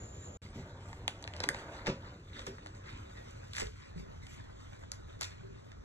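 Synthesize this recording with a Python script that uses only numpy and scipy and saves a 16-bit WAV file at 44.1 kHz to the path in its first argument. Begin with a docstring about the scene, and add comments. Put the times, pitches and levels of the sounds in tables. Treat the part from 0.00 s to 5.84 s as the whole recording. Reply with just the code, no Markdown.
"""A stiff silk saree is unfolded and spread on a tiled floor, close to a phone with two microphone ports.
The weave rustles in tiny slips and popping wrinkles, creases snap with a tick and a falling bending wave,
folds swish open in gritty bursts and layers land with soft pats of trapped air.
The small hard room answers with echoes and a short tail, over low rumble and a wavering hum.
At first there is only hum and air with a thin high hiss, which ends in a moment of near silence."""
import sys
import numpy as np
from scipy import signal
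from scipy.fft import rfft, irfft, next_fast_len
from scipy.io import wavfile
from scipy.ndimage import uniform_filter1d, map_coordinates

SR = 44100
rng = np.random.default_rng(int(sys.argv[2]) if len(sys.argv) > 2 else 0)


def wav_out(sig):
    """Save sig, one row per channel (or a flat mono array), as 16-bit PCM at SR to the path in sys.argv[1]."""
    wavfile.write(sys.argv[1], SR, np.round(np.clip(np.atleast_2d(sig).T, -1, 1) * 32767).astype(np.int16))


N = 257544
T = np.arange(N) / SR  # time [s]

# Levels in the tables are relative: each source adds its own trim.
# strokes of cloth over cloth:
# (fastest moment [s], half length [s], dry rustle [dB], extra sheen of the fine threads [dB])
STROKES = [(0.43, 0.028, -64.5, 11), (0.574, 0.028, -59.5, 7.5), (0.89, 0.071, -65, 8),
           (1.397, 0.044, -50.5, -6), (1.57, 0.048, -51.5, -0.5), (1.738, 0.033, -47.5, -6.5),
           (2.056, 0.024, -51.5, -16), (2.38, 0.045, -50, -4.5), (2.757, .016, -63, 5),
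           (2.886, 0.028, -50, -10), (2.958, 0.014, -52.5, -24), (3.116, 0.017, -60.5, -7.5),
           (3.173, 0.011, -52, -14), (3.338, 0.27, -65, 6.5), (3.82, 0.045, -57, -10),
           (3.985, 0.016, -60, 7.5), (4.238, .015, -74.5, 17.5), (4.323, 0.032, -68.5, 18),
           (4.392, 0.01, -51.5, -21), (4.63, 0.052, -62, 4), (4.73, 0.048, -65, 3.5),
           (5.114, 0.022, -57.5, -5), (5.31, 0.045, -57, -6)]
# dull rubbing, strongest while the thick bundle is turned over: (time [s], level [dB])
RUBBING_LEVEL = [(.45, -60.5), (.66, -53.5), (1.2, -58), (1.62, -45.5), (2.2, -60), (2.65, -57.5),
                 (3.45, -56), (3.72, -72), (3.95, -55.5), (4.2, -57.5), (5.84, -60)]
# folds swinging open: (fastest moment [s], half length [s], level [dB], treble corner [Hz])
FOLD_SWISHES = [(1.879, 0.015, -38, 4100), (2.471, 0.0069, -49, 11000), (3.587, 0.031, -43, 10100),
                (4.935, 0.0079, -55.5, 11000), (5.233, 0.016, -44, 8860)]
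# creases snapping: (time [s], crisp level [dB], hollow body level [dB], crackle length [s],
# ring pitch [Hz], treble corner [Hz])
CREASE_SNAPS = [(0.93, -30, -47, 0.0006, 1910, 5800), (1.0797, -9, -34.5, 0.00035, 2870, 9800),
                (1.226, -30, -54, 0.0015, 6760, 9000), (1.241, -26.5, -59.5, 0.00025, 3570, 5930),
                (1.249, -45, -46.5, .0005, 4200, 5000), (1.2766, -20.5, -47, 0.00077, 2330, 6000),
                (1.3374, -20, -69, 0.00047, 3320, 3120), (1.365, -30, -49, 0.00077, 4070, 9900),
                (1.4033, -17, -35.5, 0.00076, 4460, 6460), (1.4382, -14.5, -38.5, 0.0015, 4230, 7660),
                (1.4402, -15.5, -36.5, 0.00066, 2600, 6000), (1.4892, -6.5, -43, 0.00037, 1670, 13200),
                (1.546, -24, -39, 0.00062, 1730, 6000), (1.862, -28, -44, 0.0025, 4000, 6030),
                (1.8692, -12.5, -33, 0.0038, 1690, 6360), (2.3932, -23.5, -41.5, 0.0013, 3300, 5900),
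                (2.418, -36, -46, 0.001, 3500, 7000), (2.467, -27.5, -41, 0.0017, 6000, 12200),
                (2.583, -39, -47.5, .0015, 1300, 3000), (2.6613, -29, -46, 0.0012, 1640, 7700),
                (2.67, -31, -60, 0.0012, 3800, 6000), (2.749, -41, -65, 0.0024, 4730, 7040),
                (3.309, -39.5, -70, 0.0024, 7300, 11000), (3.5343, -24, -58, 0.0011, 3740, 9200),
                (3.551, -23, -53, 0.0034, 1780, 7000), (3.5675, -17.5, -48, 0.0012, 2250, 9000),
                (3.5826, -17, -40, 0.0005, 1700, 9300), (3.5983, -21, -40, 0.0008, 6600, 10000),
                (3.6078, -18.5, -41, 0.0005, 2000, 9000), (3.616, -25, -52, .0008, 3300, 8000),
                (3.6695, -29, -61, 0.0015, 3300, 6000), (4.268, -31, -63, 0.0014, 2600, 9850),
                (4.669, -39, -62, .0015, 2000, 4000), (4.732, -37, -64, 0.0028, 3080, 6000),
                (4.836, -37, -50.5, .0015, 1700, 4500), (4.9182, -20, -44.5, 0.00028, 5870, 13000),
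                (5.2112, -16.5, -38, 0.0006, 6140, 13500), (5.2181, -19.5, -52, 0.0007, 4000, 7000),
                (5.2206, -26, -41, .0012, 2060, 8000), (5.229, -20, -49, 0.0013, 4300, 8000),
                (5.243, -23.5, -69, 0.0018, 3700, 7100), (5.718, -32.5, -65, 0.0014, 1770, 5700)]
# cloth and hand landing on the floor: (time [s], level [dB], decay [s], pitch of the trapped air [Hz])
FLOOR_PATS = [(0.558, -40, 0.02, 246.5), (0.596, -40.5, 0.014, 168), (1.406, -45, 0.024, 419),
              (1.471, -37, 0.012, 273), (1.879, -20, 0.0035, 510), (1.886, -28, 0.0086, 241),
              (1.8945, -33, 0.01, 166), (1.907, -47, 0.008, 560), (2.368, -47, 0.0062, 242),
              (2.475, -36.5, 0.014, 424), (2.486, -42, 0.011, 233), (3.188, -51, 0.021, 242),
              (3.621, -31.5, 0.013, 443), (3.63, -38, 0.025, 57), (3.667, -41, 0.0068, 79.5),
              (3.96, -38.5, 0.092, 165.7), (5.431, -51.5, 0.084, 392)]

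# Spectra, overall power set to 1 when used: (frequency [Hz], relative power per Hz [dB])
WEAVE_SPECTRUM = [(200, -10.5), (600, -1.5), (1200, 4), (1900, 5.5), (3000, 1.5), (4300, 0), (6500, -10.5),
                  (8200, -20), (11600, -48)]  # rustling weave
SHEEN_SPECTRUM = [(2000, 8.5), (4500, 2.5), (6500, 3.5), (8200, -1), (10000, -17.5), (11600, -8),
                  (13000, -50)]  # fine threads
RUB_SPECTRUM = [(100, -10.5), (230, -2), (500, 2.5), (900, -1), (1500, -3.5), (3000, -24.5)]  # dull rubbing
FLAP_SPECTRUM = [(200, -1), (600, -0.5), (1400, 0.5), (2200, 1), (3200, -2.5), (4300, 1.5), (6300, 0),
                 (8200, -2), (10000, -10), (11600, -4), (13000, -39)]  # opening fold
CREASE_SPECTRUM = [(200, -22), (700, -10), (1800, 3), (3400, -0.5), (5000, 0.5), (6800, -2), (8300, -5.5),
                   (10000, 1), (11600, -11.5), (14000, -41)]  # crisp part of a snap
HOLLOW_SPECTRUM = [(120, -22), (300, 10.5), (550, 8), (1000, 10), (2000, 6.5), (4000, -61)]  # hollow body of a snap
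PAD_SPECTRUM = [(35, -2.5), (90, 0.5), (160, -1), (235, -6.5), (310, -11.5), (420, 2), (540, -11),
                (700, -12), (1500, -9)]  # air puffed out by a landing
RUMBLE_SPECTRUM = [(20, -9.5), (45, 0), (70, -0.5), (100, 5), (135, -4.5), (200, -10), (300, -14),
                   (450, -15.5), (750, -38), (1200, -39.5), (3000, -39), (6500, -38.5), (12000, -74.5)]  # room after the opening
OPENING_SPECTRUM = [(22, -25), (50, 6.5), (90, 4.5), (250, -6), (500, -7), (1100, -14), (2000, -22.5),
                    (2900, -24.5), (3800, -27), (5100, -30.5), (6300, -27.5), (6800, -14), (7350, -12),
                    (7600, -28), (7950, -62), (9500, -43.5)]  # air and high hiss of the first moments

# standing waves of the room: (pitch [Hz], 60 dB decay [s], level against the tail [dB])
ROOM_MODES = [(152, .25, -26), (238, .25, -24), (535, .4, -24), (837, .35, -25), (982, .25, -25)]
# first reflections off the floor and the nearest walls: (delay [s], level against the tail [dB])
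FIRST_ECHOES = [(.0034, -9), (0.0106, -10), (0.0164, -17)]
# the two microphone ports, before the bass is centred:
# (frequency [Hz], phase lead of the left [rad], likeness [0-1])
PORT_PHASE = [(60, 2, 0.97), (130, -1.5, 1), (190, -2.5, 0.86), (407, -2.5, 0.92), (600, -2.5, 1),
              (1584, -4.5, 0), (1870, -4.5, 0), (2680, -3, 0.75), (3730, -5, 0.99), (5210, -3, 0.89),
              (5970, -1.35, 0.45), (6300, 1.9, 1), (7580, 0.5, 1), (9260, 3, 1), (10580, 3, 1),
              (11640, 7.5, 0.63)]
# corner below which the bass is centred; it sinks after an early rise: (time [s], corner [Hz])
CENTRED_BASS = [(.38, 583), (.42, 1200), (1.75, 1170), (2.3, 615), (3.0, 316), (3.6, 183), (4.0, 140)]

SILENCE_START, SILENCE_END = 0.372, 0.418  # [s]
STROKE_RELEASE, SWISH_RELEASE = 0.96, 1  # decay time [half lengths]
# held cloth stirs between strokes, a little less as it comes to lie flat
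HELD_DB, HELD_DB_PER_S, HELD_SHEEN_DB = -63.5, -0.82, 0
FIDGET_DB, FIDGET_HZ = 2, 16  # wandering of the held cloth
DRAG_DB = -6.5  # dull rubbing that comes with any dry rustle
# in every snap: crackle and rebound against the tick, then the crinkling after it [dB] and its decay [s]
CRACKLE, REBOUND, SETTLE_DB, SETTLE_S = 0.7, 0.2, -17, 0.009
CLOTH_ROOM_DB, SNAP_ROOM_DB = -2.5, -11.5  # room reply
HUM_HZ, HUM_DB = 91, -61.5  # centre of the wavering hum
TOP_HZ = 12900  # upper limit of the microphone sound


def cloth(rustle_db=-2.0, rub_db=-3, sheen_db=-7.0, jerk_db=1.5):
    """Sliding silk: dry slips and popping wrinkles of the weave, the hiss of fine threads and dull rubbing."""
    held = undb(HELD_DB + HELD_DB_PER_S * T + FIDGET_DB * walk(FIDGET_HZ))
    dry_power = held ** 2
    bright_power = (held * undb(HELD_SHEEN_DB)) ** 2
    for at, half, db, extra_sheen_db in STROKES:
        stroke = undb(db) * swell(at, half, STROKE_RELEASE)
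        dry_power += stroke ** 2
        bright_power += (stroke * undb(extra_sheen_db)) ** 2
    dry_level, bright_level = np.sqrt(dry_power), np.sqrt(bright_power)
    bundle_level = undb(np.interp(T, *np.transpose(RUBBING_LEVEL)))
    dull_level = np.hypot(bundle_level, undb(DRAG_DB) * dry_level)

    wrinkles = crinkles(rate=380, spread_db=2.2, low_hz=900, high_hz=5000, cycles=3)
    weave = slips(rate=600, spread_db=1.5, smooth=0.69) + 0.8 * wrinkles
    rustle = unit(colour(weave, WEAVE_SPECTRUM)) * undb(rustle_db) * dry_level
    threads = slips(rate=2500, spread_db=3.0, smooth=1.0)
    sheen = colour(threads, SHEEN_SPECTRUM) * undb(sheen_db) * bright_level
    rubbing = slips(rate=980, spread_db=2.0, smooth=0.69)
    rub = colour(rubbing, RUB_SPECTRUM) * undb(rub_db) * dull_level

    # the cloth never glides evenly, it moves in small jerks
    jerky = (rustle + sheen) * undb(jerk_db * walk(140))
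    sliding = patchy(jerky, depth_db=4.5, rate=30) + patchy(rub, depth_db=3)
    return sliding * (T > SILENCE_END)


def flaps(flap_db=1, grit_db=4.5):
    """A fold swings open: a dense, gritty burst of slips and popping wrinkles, duller where the cloth lies thick."""
    wrinkles = crinkles(rate=700, spread_db=2.5, low_hz=900, high_hz=8000, cycles=2.5)
    texture = slips(rate=800, spread_db=1.4, smooth=0.25) + wrinkles
    grit = unit(undb(grit_db * walk(300)))
    crackle = unit(colour(texture, FLAP_SPECTRUM)) * grit
    out = np.zeros((2, N))
    for at, half, db, top_hz in FOLD_SWISHES:
        burst = crackle * swell(at, half, SWISH_RELEASE)
        out += undb(db + flap_db) * soften(burst, top_hz)
    return out


def snaps(body_decay=0.0022, crisp_db=-1.0, ring_q=1.9, ring_db=4.0,
          bend_hz=520, sweep_hz=2200, sweep_s=0.001143, flutter=0.94):
    """A buckling crease ticks, rebounds, rings and crinkles; its bending wave falls, low notes travelling slowest."""
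    ticks, bends = np.zeros((2, N)), np.zeros((2, N))
    age = np.arange(2048) / SR
    falling_hz = bend_hz + sweep_hz * np.exp(-age / sweep_s)
    bend = np.sqrt(2) * np.sin(2 * np.pi * np.cumsum(falling_hz) / SR)
    shared_only = np.array([[1], [0]])
    sheet = colour(noise(), HOLLOW_SPECTRUM)
    wrinkles = crinkles(rate=1800, spread_db=2, low_hz=1000, high_hz=9000, cycles=1.5)
    for at, db, body_db, length, hz, top_hz in CREASE_SNAPS:
        start = int(at * SR)
        span = slice(start, start + len(age))
        crackle_shape = np.exp(-age / length) * (1 - np.exp(-age / length))
        burst = CRACKLE * unit_energy(rng.standard_normal((2, len(age))) * crackle_shape)
        burst[0, 0] += 1  # the tick
        burst += REBOUND * np.roll(burst, round(SR / hz), axis=1)
        burst += undb(ring_db) * signal.lfilter(*signal.iirpeak(hz, ring_q, SR), burst)
        burst += undb(SETTLE_DB) * unit_energy(wrinkles[:, span] * np.exp(-age / SETTLE_S))
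        ticks[:, span] += undb(db + crisp_db) * soften(burst, top_hz)
        body_shape = 2 * np.sqrt(age / body_decay) * np.exp(-age / body_decay)
        bends[:, span] += undb(body_db) * body_shape * (bend * shared_only + flutter * sheet[:, span])
    return colour(ticks, CREASE_SPECTRUM) + bends


def pats(ring=0.62, puff_share=0.43, reach=1.83, depth=3.23):
    """Folded layers flop down: the trapped air rings briefly and escapes in a dull puff."""
    out, air = np.zeros((2, N)), colour(noise(), PAD_SPECTRUM)
    for at, db, decay, hz in FLOOR_PATS:
        band = signal.butter(2, [hz / depth, hz * reach], "bandpass", fs=SR, output="sos")
        shape = fade(at, decay)
        puff = signal.sosfilt(band, air * shape + 1e-18)
        puff = unit_energy(puff) * np.sqrt(np.sum(shape ** 2))
        out += undb(db) * puff_share * puff
        tone = np.sqrt(2) * np.sin(2 * np.pi * hz * (T - at))
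        out[0] += undb(db) * ring * shape * tone
    return out


def background(tone_db=-50.0, opening_db=-47.0):
    """Low rumble with a wavering motor hum; the first moments have their own air and a thin high hiss."""
    wavering_hz = HUM_HZ + 0.8 * walk(3)
    hum = np.sqrt(2) * np.sin(2 * np.pi * np.cumsum(wavering_hz) / SR)
    hum *= undb(HUM_DB + 2 * walk(3))
    rumble = colour(noise(), RUMBLE_SPECTRUM) * undb(tone_db) * (T > SILENCE_END)
    opening = colour(noise(), OPENING_SPECTRUM) * undb(opening_db + 1.5 * walk(26))
    opening *= T < SILENCE_START
    return patchy(rumble + opening, depth_db=2.0) + np.stack([hum, np.zeros(N)])


def room(x, wet_db, t60=0.22, gap=0.0027):
    """Tiles and bare walls return a few echoes, then a short dense tail in which standing waves linger."""
    age = T[:SR // 2]
    tail = unit_energy(noise()[:, :len(age)] * undb(-60 * age / t60) * (age > gap))
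    for hz, ring, db in ROOM_MODES:
        wave = np.sin(2 * np.pi * hz * age) * undb(-60 * age / ring)
        tail[0] += undb(db) * wave / np.sqrt(np.sum(wave ** 2))
    for delay, db in FIRST_ECHOES:
        tail[0, int(delay * SR)] += undb(db)
    return x + signal.fftconvolve(x[:1], undb(wet_db) * tail, axes=1)[:, :N]


def ports(x):
    """Turn shared (row 0) and differing (row 1) sound into two ports whose phase gap depends on frequency."""
    hz, lead, likeness = np.transpose(PORT_PHASE)
    f, t, (shared, apart) = signal.stft(x, SR, nperseg=512, noverlap=384)
    f = f[:, None] + 1
    corner_hz = np.interp(t, *np.transpose(CENTRED_BASS))
    wide = 1 / (1 + (corner_hz / f) ** 8)  # near 0 in the centred bass
    alike = 1 - wide * (1 - np.clip(np.interp(f, hz, likeness), 0, 1))
    turn = np.exp(0.5j * wide * np.interp(f, hz, lead))
    shared = shared * np.sqrt((1 + alike) / 2)
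    apart = apart * np.sqrt((1 - alike) / 2)
    pair = np.stack([(shared + apart) * turn, (shared - apart) / turn])
    return signal.istft(pair, SR, nperseg=512, noverlap=384)[1][:, :N]


def slips(rate, spread_db, smooth):
    """Threads catching and letting go: sparse clicks of very uneven size over a smooth hiss; rate per second."""
    sizes = undb(spread_db * np.minimum(rng.exponential(size=N), 5))
    clicks = noise() * sizes * (rng.random(N) < rate / SR)
    return unit(unit(clicks) + smooth * noise())


def crinkles(rate, spread_db, low_hz, high_hz, cycles):
    """Tiny wrinkles pop at random, each ringing for a few cycles at a pitch of its own; rate per second."""
    when, pitch, size, left, right = rng.random((int(rate * N / SR), 5)).T[..., None]
    hz = low_hz * (min(high_hz, 0.45 * SR) / low_hz) ** pitch
    age = T[:384]
    grains = np.sqrt(hz) * np.sin(2 * np.pi * hz * age) * np.exp(-age * hz / cycles)
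    grains *= undb(spread_db * np.minimum(-np.log(1 - size), 3.5))
    place = ((when * N).astype(int) + np.arange(len(age))).ravel()
    rows = []
    for side in (left, right):  # each row draws its own signs
        signed = grains * np.sign(side - 0.5)
        rows.append(np.bincount(place, signed.ravel())[:N])
    return unit(np.stack(rows))


def patchy(x, depth_db, rate=22, grain_hz=260):
    """Colour flickers in small random patches of pitch and time, as moving folds favour pitches of their own."""
    f, t, frames = signal.stft(x, SR, nperseg=512)
    field = rng.standard_normal((256, 512))
    spots = np.meshgrid(f / grain_hz, t * rate, indexing="ij")
    gain = undb(depth_db * map_coordinates(field, spots, order=1, mode="wrap"))
    return signal.istft(frames * unit(gain), SR)[1][..., :N]


def swell(at, half, release):
    """A movement gathers speed along a bell curve and dies away exponentially; release is in half lengths."""
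    u = (T - at) / half
    drop = np.where(u < 0, u ** 2 / 2, (np.hypot(u, 1) - 1) / release)
    return np.exp(-np.minimum(drop, 50))


def fade(start, decay):
    """Sudden start, exponential decay."""
    age = T - start
    return (age >= 0) * np.exp(-np.clip(age / decay, 0, 50))


def walk(rate):
    """Random wandering of roughly unit spread: straight lines between rate random points per second."""
    knots = rng.standard_normal(4096)
    return np.interp(T * rate, np.arange(len(knots)), knots)


def colour(x, points):
    """Causal minimum-phase filter with the given spectrum; white noise keeps its power."""
    hz, db = np.transpose(points)
    size = 2 * next_fast_len(N // 2 + 8192)
    f = np.maximum(np.arange(size // 2 + 1) * SR / size, 1)
    gain_db = np.interp(np.log(f), np.log(hz), db)
    # steep slopes beyond both ends of the table
    gain_db -= 40 * np.log10(np.maximum(f / hz[-1], 1) * np.maximum(hz[0] / f, 1))
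    cepstrum = irfft(np.log(unit(undb(gain_db)) + 1e-6))
    cepstrum[1:size // 2] *= 2
    cepstrum[size // 2 + 1:] = 0
    return irfft(rfft(x, size) * np.exp(rfft(cepstrum)))[..., :N]


def soften(x, hz):
    """Roll off the treble above a corner."""
    low_pass = signal.butter(2, min(hz, 0.45 * SR), fs=SR, output="sos")
    return signal.sosfilt(low_pass, x + 1e-18)


def noise():
    """Two unrelated white noises."""
    return rng.standard_normal((2, N))


def undb(db):
    """Decibels to gain."""
    return 10 ** (np.asarray(db) / 20)


def unit(x):
    """Scale to rms 1."""
    return x / np.sqrt(np.mean(x ** 2))


def unit_energy(x):
    """Scale each row to energy 1."""
    return x / np.sqrt(np.sum(x ** 2, axis=1, keepdims=True))


def scene():
    """Cloth, folds, pats and snaps in the room, over its hum, reach the two ports."""
    moving = room(cloth() + flaps() + pats(), wet_db=CLOTH_ROOM_DB)
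    snapping = room(snaps(), wet_db=SNAP_ROOM_DB)
    return ports(moving + snapping + background())


def record(dry):
    """The sound drops out briefly, and the top is cut."""
    dropped = (T > SILENCE_START) & (T < SILENCE_END)
    gain = uniform_filter1d(np.where(dropped, undb(-28), 1.0), 64)
    top_cut = signal.ellip(8, 0.2, 70, TOP_HZ, fs=SR, output="sos")
    return signal.sosfilt(top_cut, dry * gain)


dry = scene()
out = record(dry)
wav_out(out)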